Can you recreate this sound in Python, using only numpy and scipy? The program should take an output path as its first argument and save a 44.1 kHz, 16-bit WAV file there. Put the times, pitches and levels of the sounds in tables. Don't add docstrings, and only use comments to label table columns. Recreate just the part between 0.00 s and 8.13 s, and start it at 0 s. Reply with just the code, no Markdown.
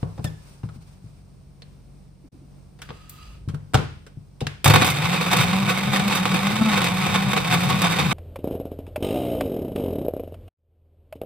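import sys
import numpy as np
from scipy import signal
from scipy.fft import rfft, irfft, next_fast_len
from scipy.io import wavfile
from scipy.ndimage import uniform_filter1d

SR = 44100
rng = np.random.default_rng(int(sys.argv[2]) if len(sys.argv) > 2 else 0)


def wrap_up_sound(samples):
    columns = np.atleast_2d(samples).T
    tamed = np.clip(columns, -1, 1)
    steps = np.round(tamed * 32767).astype(np.int16)
    wavfile.write(sys.argv[1], SR, steps)


N = 358533
T = np.arange(N) / SR
START_S = 4.645
KICK_HZ, FREE_HZ, INERTIA_S = 99.15, 219.1, 0.25
MILLING_DB = -25.5
AIR_DB = -52
# (start t/s, length/s, grinding level/dB, drag f/Hz)
BITES = [(4.646, 0.25, -20.5, 94), (5.123, 0.096, -26, 58.4), (5.302, .14, -21, 61.5),
         (5.675, 0.039, -20, 144), (5.926, 0.053, -21, 74), (6.096, 0.092, -20, 82.5),
         (6.249, 0.15, -36, 28), (6.681, 0.21, -22.5, 80.6), (6.997, 0.078, -23, 11.8),
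         (7.134, 0.032, -21.5, 131), (7.356, 0.076, -49, 188), (7.496, 0.054, -20, 70),
         (7.694, 0.025, -49, 48.3), (7.803, 0.085, -21.5, 137), (7.982, 0.045, -19.5, 8.4)]


def ice(turns, chips_per_s=1700, spread_db=2.5, chips_db=-4.0, slush_db=-15, cracks_db=16.0,
        patchy_db=1.4, flicker_db=1.0, count=7):
    # (t/s, level/dB before cracks_db, treble as hardness/dB, decay of the click or crumbling/s)
    hits = [(4.6433, -13.5, -0.5, 0.0071), (4.657, -5, -11.5, 0.0086), (4.677, -11, -4.5, 0.0053),
            (4.699, -6.5, -13, 0.011), (4.738, -7.5, -11, 0.0047), (4.759, -6, -14, 0.003),
            (4.819, -9, -15.5, 0.004), (4.845, -11.5, -9, 0.01), (4.864, -17, -2.5, 0.019),
            (4.9, -21, 0, 0.012), (5.02, -15, -31, 0.013), (5.054, -16, -29, .006),
            (5.129, -14, -30, 0.0078), (5.21, -14, -15.5, 0.013), (5.262, -14, -17, .018),
            (5.314, -11, -14, 0.017), (5.331, -9.5, -12, 0.0049), (5.369, -21.5, 2, 0.0029),
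            (5.402, -16, -5, 0.029), (5.53, -14, -29, 0.012), (5.695, -13, -13, 0.014),
            (5.931, -15.5, -16, 0.0084), (5.96, -14.5, -22, 0.0099), (5.996, -14.5, -26, .005),
            (6.0797, -20.5, -7, 0.0038), (6.15, -17.5, -3.5, 0.02), (6.254, -11.5, -30, .005),
            (6.316, -16, -25, .008), (6.342, -11.5, -18, 0.0096), (6.469, -12, -23, 0.0038),
            (6.696, -20, -26, .006), (6.73, -13.5, -28, .01), (6.775, -15.5, -13, 0.01),
            (6.817, -14, -14, 0.0042), (6.842, -14.5, -10.5, 0.0077), (7.06, -15.5, -22, 0.013),
            (7.147, -11.5, -31, 0.011), (7.158, -12, -27, 0.0036), (7.223, -15.5, -33, .012),
            (7.332, -13.5, -18, 0.0048), (7.364, -12.5, -29, 0.0068), (7.375, -12.5, -31, 0.0062),
            (7.447, -19.5, -22, .005), (7.524, -10, -17, .014), (7.541, -12, -13, 0.0054),
            (7.606, -17.5, -15, 0.0048), (7.633, -16, -11.5, 0.013), (7.699, -11, -18, 0.014),
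            (7.795, -20.5, -26, 0.0039), (7.8182, -14.5, -7, .003), (7.841, -9.5, -30, 0.015),
            (7.922, -19, -9.5, 0.0032), (7.986, -11.5, -35, 0.0089), (8.112, -13, -29, 0.015)]
    milling_treble_db, bite_treble_db = -7, -11
    bite = biting()
    grinding = np.hypot(bite, gain_of(MILLING_DB))
    level = grinding * gain_of(patchy_db * wander(42)) * spin_up(0.03)
    treble_db = milling_treble_db + (bite_treble_db - milling_treble_db) * bite / grinding
    hard = gain_of(treble_db + flicker_db * wander(36))
    sizes = gain_of(spread_db * np.minimum(rng.exponential(1, N), 4.5)) * rng.choice([-1, 1], N)
    bunching = 1 + 0.6 * np.cos(2 * np.pi * turns)
    chips = evened(sizes * (rng.random(N) < bunching * chips_per_s / SR))
    blows = level * (gain_of(chips_db) * chips + gain_of(slush_db) * rng.standard_normal(N))
    spot = rng.integers(0, count, N)
    out = np.zeros((2, N))
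    all_hits = hits + pieces()
    on = int(START_S * SR) - 1024
    for k in range(count):
        drive = blows * (spot == k) * evened(gain_of(1.3 * wander(15)))
        drive = drive + (hard - 1) * treble(drive)
        for at, *hit in all_hits[k::count]:
            add(drive, at, gain_of(cracks_db) * crack(*hit))
        out[:, on:] += convolve(space(drive[on:], room_db=-7.0), jar())
    return out * gain_of([[-0.6], [0.6]])


def crack(db, hard_db, decay_s, usual_treble_db=-13, heavy_db=-9, heft_db=3, heft_hz=800):
    spray = burst(decay_s, rise_s=0.00062)
    snap = (gain_of(hard_db - usual_treble_db) - 1) * treble(spray)
    low_pass = signal.butter(1, heft_hz, fs=SR, output="sos")
    shove = signal.sosfilt(low_pass, spray) * gain_of(heft_db + db - heavy_db)
    return gain_of(db) * (spray + snap + shove)


def pieces(per_s=16, level_db=-22, treble_db=-20, spread_db=1.5, decay_s=0.006):
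    times = T[(rng.random(N) < per_s / SR) & (T > START_S)]
    scatter = rng.standard_normal((len(times), 2))
    return [(s, level_db + spread_db * a, treble_db + spread_db * b, decay_s)
            for s, (a, b) in zip(times, scatter)]


def jar(shift=0.012):
    # (f/Hz, width/Hz, lift at the left port/dB, lift at the right port/dB)
    jar_modes = [(500.7, 129, 7.5, 17.5), (731.4, 74, 13.5, 6), (1127, 85, 5, 7), (1488, 73, 1.5, 9),
                 (2244, 41, 5, 1.5), (2282, 43, 3, 6.5), (2485, 48, 2, 9.5), (2634, 67, 6, 1.5),
                 (2960, 34, 1, 2), (3654, 220, 8, 9), (3784, 104, 7, 5.5), (4747, 81, 7, 11),
                 (4325, 70, 10.5, 5)]
    # (f/Hz, level/dB)
    ice_spectrum = [(40, -39), (150, -10), (280, -2.5), (600, -11.5), (850, 1.5), (1400, 0.5), (2500, 0.5),
                    (3300, -3), (4200, -10.5), (5400, -10), (9000, -8.5), (12000, -11.5), (15200, -11),
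                    (16200, -44)]
    tuning = 1 + shift * rng.standard_normal(len(jar_modes))

    def towards(port):
        modes = [(hz * k, width, lift[port]) for (hz, width, *lift), k in zip(jar_modes, tuning)]
        return causal(lambda f: read(ice_spectrum, f) + lifts(modes, f))
    return np.array([towards(0), towards(1)])


def biting(attack_s=0.0089, release_s=0.0042):
    total = np.zeros(N)
    for s, length, db, _ in BITES:
        attack = np.clip((T - s) / attack_s, 0, 1)
        release = np.exp(-np.maximum(T - s - length, 0) / release_s)
        total += gain_of(db) * attack * release
    return total


def pockets(width_hz=55, swing=0.06, patchy_db=4):
    # (f/Hz, level between bites/dB)
    pocket_rings = [(980, -43), (1300, -46.5), (2250, -44.5)]
    grinding = np.hypot(biting() / gain_of(MILLING_DB), 1) ** 0.5 * spin_up(0.02)
    rings = np.zeros(N)
    for hz, db in pocket_rings:
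        pitch_hz = hz * (1 + swing * wander(7))
        ring = evened(resonate(rng.standard_normal(N), pitch_hz, width_hz))
        rings += gain_of(db + patchy_db * wander(12)) * ring
    return space(grinding * rings, room_db=-7)


def drone(turns, waver_db=1.5):
    level_db, db_per_octave, jolt_db, jolt_s = -23.5, 13.5, 31, 0.14
    order_levels_db = [2.5, -26.0, -17.0, -16, -21.5, -14.5]
    orders = sum(gain_of(db) * np.sin(2 * np.pi * (k + 1) * turns) for k, db in enumerate(order_levels_db))
    shake = 1 + 0.42 * wander(45)
    jolt = jolt_db * np.exp(-np.maximum(T - START_S, 0) / jolt_s)
    speed_db = db_per_octave * np.log2(shaft_speed() / FREE_HZ)
    hum = evened(orders) * shake * gain_of(level_db + speed_db + jolt + waver_db * wander(11.0))
    return space(spin_up(0.052) * hum, room_db=-26, scatter_db=-12) * gain_of([[0.3], [-0.3]])


def shaft_turns(unsteady=0.015):
    return np.cumsum(shaft_speed() * (1 + unsteady * wander(30))) / SR


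def shaft_speed():
    # (start t/s, length/s, push on the speed f/Hz)
    race = (6.47, .14, 30)
    drag_hz = sum(hz * ((T >= s) & (T < s + length)) for s, length, _, hz in BITES)
    race_s, race_length, race_hz = race
    drag_hz = drag_hz - race_hz * ((T >= race_s) & (T < race_s + race_length))
    pull = (FREE_HZ - KICK_HZ - drag_hz) * (T >= START_S)
    keep = np.exp(-1 / (SR * INERTIA_S))
    return KICK_HZ + signal.lfilter([1 - keep], [1, -keep], pull)


def churning(swirl_db=-30.5, lumpy_db=2.5):
    # (f/Hz, level/dB)
    churn_spectrum = [(20, -28), (45, -23), (80, -9.5), (100, 1), (113, -1), (150, 3.5), (200, -4),
                      (250, -20.5), (400, -16), (1000, -77)]
    # (middle t/s, length/s, level/dB)
    gulps = [(4.73, 0.6, -21), (5.42, 0.26, -22.5), (6.61, 0.17, -28), (7.42, 0.074, -25),
             (7.55, 0.058, -19.5), (7.71, 0.15, -24.5), (8.05, 0.19, -22.5)]
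    churn = convolve(rng.standard_normal(N), causal(lambda f: read(churn_spectrum, f)))[0]
    churn = churn * np.hypot(gain_of(swirl_db + lumpy_db * wander(8.7)), swells(gulps))
    return space(spin_up(0.052) * churn, room_db=-16, scatter_db=-10) * gain_of([[2], [-2]])


def spin_up(rise_s):
    return np.clip((T - START_S) / rise_s, 0, 1)


def clicks(clicks_db=23, room_db=-4.0, usual_body_db=-5, usual_treble_db=-10, size=16384):
    # (t/s, level/dB before clicks_db, body/dB, treble/dB,
    # ring of the struck spot f/Hz, its lift/dB, decay of the chatter/s)
    contacts = [(0.029, -29, 8, -33, 990, 9, 0.0029), (0.178, -37.5, 2, -11, 1100, 7, 0.0087),
                (0.194, -41, 8, -16, 238, 17, 0.0053), (0.2426, -27.5, -14, 0, 2750, 3.5, 0.0073),
                (0.246, -35, 13, -23, 300, 6, 0.0073), (0.633, -40, 2, -23, 1330, 7, 0.0078),
                (0.689, -38.5, -3, -15, 1310, 13, 0.0039), (1.6205, -37.5, -17, -19, 4240, 10, 0.003),
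                (2.789, -44.5, -7, -11, 1700, 7, 0.012), (2.8177, -28, -19.5, -7, 1570, 14.5, 0.0075),
                (2.8894, -31.5, -12, -28, 1210, 11, 0.0083), (2.9044, -31.5, -6, -34, 1180, 9, 0.004),
                (3.486, -33.5, -7, -7.5, 1300, 6, 0.011), (3.5442, -34.5, -2.5, -5.5, 1500, 12.5, 0.006),
                (3.7358, -24.5, 4, -7, 280, 11, 0.005), (3.7431, -7, -9, -12.5, 1400, 12, .004),
                (3.751, -15, -4, -14, 745, 11, 0.0039), (3.771, -27, -7, -17, 3780, 14, 0.0057),
                (4.0652, -38, -11.5, -11, 1510, 9, 0.0085), (4.406, -27, -20, -12, 3760, 5, 0.0093),
                (4.413, -34, 15, -11, 734, 8.5, 0.0049), (4.468, -17, -19, -16, 1630, 13, 0.0036)]
    out = np.zeros((2, N))
    for s, db, body_db, treble_db, spot_hz, spot_db, decay_s in contacts:
        tilt = [(800, body_db - usual_body_db), (2600, 0.011), (4000, 0.012),
                (11000, treble_db - usual_treble_db)]
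        response = housing(tilt, spot_hz, spot_db)
        contact = np.pad(burst(decay_s, rise_s=0.00031), (0, size))
        near = space(convolve(contact, response)[0], room_db=-17, scatter_db=1.0, scatter_t60=0.03)
        level = gain_of(db + clicks_db)
        add(out, s, level * near)
        far = convolve(room(room_db), housing(tilt, spot_hz, spot_db / 2))
        add(out, s + decay_s, level * far)
    return out


def housing(tilt, spot_hz, spot_db, spot_q=3.9):
    # (f/Hz, level/dB)
    plastic = [(40, -3), (200, 7.5), (500, 6.5), (800, 8), (1150, 3), (1800, 1), (3200, -0.5), (5000, -9),
               (9000, -8.5), (16000, -20)]
    # (f/Hz, width/Hz, lift/dB)
    housing_modes = [(460, 180, 8), (1096, 47, 6), (1450, 390, 3), (5080, 1100, 4)]
    modes = housing_modes + [(spot_hz, spot_hz / spot_q, spot_db)]
    response = causal(lambda f: read(plastic, f) + read(tilt, f) + lifts(modes, f))
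    hz = np.fft.rfftfreq(len(response), 1 / SR)
    midrange = rfft(response)[(hz > 1000) & (hz < 5000)]
    return response / np.sqrt(np.mean(abs(midrange) ** 2))


def thumps(thumps_db=-4.0, rise_s=0.0058, size=22050):
    # (t/s, level/dB before thumps_db)
    pushes = [(0.029, -12.5), (0.192, -19.5), (0.246, -13.5), (0.637, -17), (0.76, -28.5), (1.042, -29.5),
              (2.896, -29), (3.477, -16), (3.497, -21), (3.538, -20), (3.746, -6), (3.777, -11),
              (4.172, -26), (4.421, -15.5), (4.467, -22), (4.66, -6)]
    # (f/Hz, level/dB, t60/s)
    counter = [(74.6, -18, 0.66), (103.7, -10, 0.44), (132.4, 10.5, 0.065), (149.2, -7.5, 0.39),
               (200.5, -2, 0.086), (243, 1, 0.032)]
    t = np.arange(size) / SR
    out = np.zeros(N)
    for s, db in pushes:
        ring = np.zeros(size)
        for hz, mode_db, t60 in counter:
            detuned_hz = hz * (1 + 0.051 * rng.standard_normal())
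            ring += gain_of(mode_db - 60 * t / t60) * np.sin(2 * np.pi * detuned_hz * t)
        add(out, s, gain_of(db + thumps_db) * ring * (1 - np.exp(-t / rise_s)))
    left_bias = gain_of([[2.2], [-1.6]])
    return space(out, room_db=-26.0, scatter_db=-10) * left_bias


def squeak(at=0.249, length_s=0.039, from_hz=1880, to_hz=1660, level_db=-42, size=16384):
    hz = np.linspace(from_hz, to_hz, int(length_s * SR))
    hz = hz * (1 + 0.012 * evened(uniform_filter1d(rng.standard_normal(len(hz)), size=70)))
    turns = np.cumsum(hz) / SR
    tone = sum(gain_of(db) * np.sin(2 * np.pi * (k + 1) * turns) for k, db in enumerate([1, -7, -13, -12]))
    tone = gain_of(level_db) * tone * signal.windows.tukey(len(hz), 0.5)
    out = np.zeros((2, N))
    add(out, at, space(np.pad(tone, (0, size)), room_db=-4.0))
    return out


def bumps(from_hz=420, to_hz=240, sink_s=0.0103, swell_s=0.012, size=8192):
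    # (t/s, level/dB)
    soft_bumps = [(2.237, -45.5), (2.34, -46), (2.412, -47.5)]
    t = np.arange(size) / SR
    turns = np.cumsum(to_hz + (from_hz - to_hz) * np.exp(-t / sink_s)) / SR
    bump = t / swell_s * np.exp(1 - t / swell_s) * np.sin(2 * np.pi * turns)
    out = np.zeros((2, N))
    for s, db in soft_bumps:
        add(out, s, gain_of(db) * space(bump, room_db=-12, scatter_db=-14))
    return out


def slide(uneven_db=1.6, size=8192):
    # (t/s, level/dB)
    palm = [(2.8, -64), (2.94, -55), (3.08, -56), (3.2, -50.5), (3.31, -53.5), (3.38, -61.5), (3.44, -89)]
    # (f/Hz, level/dB)
    skin = [(200, -22), (450, -6), (900, -9), (1900, -6), (2600, 0.5), (4000, -7.5), (6000, -13),
            (9000, -14), (11500, -18), (14000, -20), (16200, -35)]
    # (f/Hz, width/Hz, lift/dB)
    hollow = [(1260, 170, 14.5), (4600, 600, 4)]
    colour = causal(lambda f: read(skin, f) + lifts(hollow, f))
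    s, db = np.transpose(palm)
    t = np.arange(s[0], s[-1], 1 / SR)
    level = gain_of(np.interp(t, s, db) + uneven_db * wander(45)[:len(t)])
    hiss = np.pad(level * rng.standard_normal(len(t)), (0, size))
    out = np.zeros((2, N))
    add(out, s[0], space(convolve(hiss, colour)[0], room_db=-0.5) * gain_of(-3))
    return out


def nail(at=3.095, level_db=-14, size=16384):
    # (f/Hz, level/dB)
    nail_spectrum = [(500, -38), (2500, -19), (6000, -19), (8500, -12), (11000, -15), (13500, -5),
                     (15500, -11), (16500, -24)]
    contact = np.pad(burst(decay_s=0.0049, rise_s=0.0003), (0, size))
    tick = convolve(contact, causal(lambda f: read(nail_spectrum, f)))[0]
    out = np.zeros((2, N))
    add(out, at, gain_of(level_db) * space(tick, room_db=3.0))
    return out


def drag(level_db=-43, low_hz=48, high_hz=85):
    band = signal.butter(2, [low_hz, high_hz], "band", fs=SR, output="sos")
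    judder = evened(signal.sosfilt(band, rng.standard_normal(N)))
    return judder * gain_of(level_db) * np.interp(T, [3.15, 3.3, 3.45, 3.62], [0.24, 0.8, 1.0, 0.028])


def rubbing(grip_db=-9):
    # (middle t/s, length/s, level over the room air before the high-pass/dB)
    rubs = [(.05, 0.97, 7), (.46, 0.37, 6), (.7, 0.91, 2), (.91, 0.19, -1), (1.13, 0.31, -1)]
    slips = gain_of(2.5 * wander(19))
    handling = gain_of(grip_db) + swells(rubs) * slips
    high_pass = signal.butter(2, 900, "high", fs=SR, output="sos")
    hiss = signal.sosfilt(high_pass, convolve(rng.standard_normal((2, N)), air_colour()))
    return hiss * handling * gain_of(AIR_DB)


def fridge():
    # (f/Hz, level/dB rms)
    harmonics = [(46.8, -54), (93.6, -60), (140.4, -54.5), (187.2, -60)]
    drift = 0.1 * wander(4.9)
    return sum(gain_of(db) * np.sqrt(2) * np.sin(2 * np.pi * hz * T + (k + 1) * drift)
               for k, (hz, db) in enumerate(harmonics))


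def room_air():
    waver = gain_of(0.9 * wander(4))
    noise = 0.54 * rng.standard_normal(N) + 0.83 * rng.standard_normal((2, N))
    return convolve(noise, air_colour()) * gain_of(AIR_DB) * waver


def air_colour():
    # (f/Hz, relative level/dB per Hz)
    air = [(22, -36), (40, -20), (110, -8.5), (145, -4.5), (200, -12.5), (400, -21), (650, -26.5),
           (830, -29), (1200, -34), (1900, -41), (2300, -38), (3200, -42.5), (4000, -40.5), (5500, -39.5),
           (7000, -47), (9000, -38.5), (11500, -59), (15000, -46), (16200, -90)]
    return causal(lambda f: read(air, f))


def space(x, room_db, scatter_db=0, scatter_t60=0.031, size=512):
    # (f/Hz, phase/rad)
    port_lead = [(80, 0), (200, -.7), (340, -.4), (500, -2.6), (740, -.6), (1250, 0), (1700, 1.2),
                 (2100, -.3), (3100, -1), (4100, -.2), (5800, -2.4), (7200, -2), (8300, -.2), (9400, .2),
                 (10800, 2.8), (11900, 3.4), (13300, 6.1), (14400, 6.6), (15800, 9)]
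    # (f/Hz, level/dB)
    scatter = [(100, -4), (220, -16), (400, 5), (850, -3), (1600, -5), (2500, -4), (5000, 2.5),
               (8000, -5.5), (15000, -45.5)]
    lead = read(port_lead, np.fft.rfftfreq(size, 1 / SR))
    direct = irfft(np.exp(0.5j * np.outer([1, -1], lead)))
    direct = np.roll(direct, size // 2, 1) * np.hanning(size)
    near = tail(lambda f: np.full_like(f, scatter_t60), lambda f: scatter_db + read(scatter, f), size=4096)
    far = room(room_db)
    add(far, 0, near)
    response = np.pad(far, ((0, 0), (size // 2, 0)))
    add(response, 0, direct)
    return convolve(np.pad(x, (0, size // 2)), response)[:, size // 2:]


def room(room_db, size=16384):
    # (f/Hz, t60/s)
    kitchen_t60 = [(100, 0.5), (500, 0.3), (2500, 0.53), (5000, 0.55), (14000, 0.29)]
    tilt = [(150, 8.5), (500, 2.5), (4500, -5.5), (9000, -7.5)]  # (f/Hz, level/dB)
    return tail(lambda f: read(kitchen_t60, f), lambda f: room_db + read(tilt, f), size)


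def tail(t60_at, db_at, size):
    hz, t, z = signal.stft(rng.standard_normal((2, size)), SR, nperseg=256)
    z = z * gain_of(-60 * t / t60_at(hz)[:, None])
    energy = np.linalg.norm(signal.istft(z, SR)[1][0])
    return signal.istft(z * gain_of(db_at(hz))[:, None], SR)[1] / energy


def burst(decay_s, rise_s, size=2048):
    t = np.arange(size) / SR
    ticks = rng.choice([-1, 1], size) * (rng.random(size) < 0.4)
    spray = ticks * np.exp(-t / decay_s) * (1 - np.exp(-t / rise_s))
    power = uniform_filter1d(abs(rfft(spray)) ** 2, size=9)
    hz = np.fft.rfftfreq(size, 1 / SR)
    flatten = causal(lambda f: -10 * np.log10(np.interp(f, hz, power)), size=size)
    spray = convolve(spray, flatten)[0]
    return spray / np.linalg.norm(spray)


def treble(x):
    return signal.sosfilt(signal.butter(1, 5500, "high", fs=SR, output="sos"), x)


def resonate(x, hz, width_hz):
    turn = np.exp(2j * np.pi * np.cumsum(hz) / SR)
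    r = np.exp(-np.pi * width_hz / SR)
    return 2 * (turn * signal.lfilter([1 - r], [1, -r], x / turn)).real


def lifts(modes, f):
    return sum(lift / (1 + (2 * (f - hz) / width) ** 2) for hz, width, lift in modes)


def causal(db_at, size=4096):
    log_gain = np.log(gain_of(db_at(abs(np.fft.fftfreq(size, 1 / SR)))))
    response = np.fft.ifft(np.exp(np.conj(signal.hilbert(log_gain)))).real
    return response / np.linalg.norm(response)


def swells(rows):
    return sum(gain_of(db) * np.cos(np.pi * np.clip((T - s) / length, -0.5, 0.5)) ** 2
               for s, length, db in rows)


def wander(rate_hz):
    size = next_fast_len(N)
    slow = rfft(rng.standard_normal(size)) * (np.fft.rfftfreq(size, 1 / SR) < rate_hz)
    return evened(irfft(slow, size)[:N])


def gain_of(db):
    return 10 ** (np.asarray(db) / 20)


def evened(x):
    return x / np.sqrt(np.mean(x ** 2) + 1e-20)


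def read(points, hz):
    f, value = np.transpose(points)
    return np.interp(np.log(hz + 1), np.log(f + 1), value)


def add(mix, s, sound):
    part = mix[..., max(round(s * SR), 0):][..., :sound.shape[-1]]
    part += sound[..., :part.shape[-1]]


def convolve(x, response):
    return signal.fftconvolve(np.atleast_2d(x), np.atleast_2d(response), axes=1)[:, :x.shape[-1]]


def scene():
    turns = shaft_turns()
    blending = ice(turns) + pockets() + drone(turns) + churning()
    handling = clicks() + thumps() + squeak() + bumps() + slide() + nail() + drag() + rubbing()
    return blending + handling + fridge() + room_air()


def record(dry, edge_hz=16300):
    dropout = np.interp(T, [2.28, 2.29, 2.317, 2.327], [1, 0.01, 0.01, 1])
    rounded = dry * dropout / (1 + dry ** 6) ** (1 / 6)
    low_pass = signal.firwin(511, edge_hz, window=("kaiser", 9), fs=SR)
    return signal.oaconvolve(rounded, low_pass[None], "same")


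dry = scene()
out = record(dry)
wrap_up_sound(out)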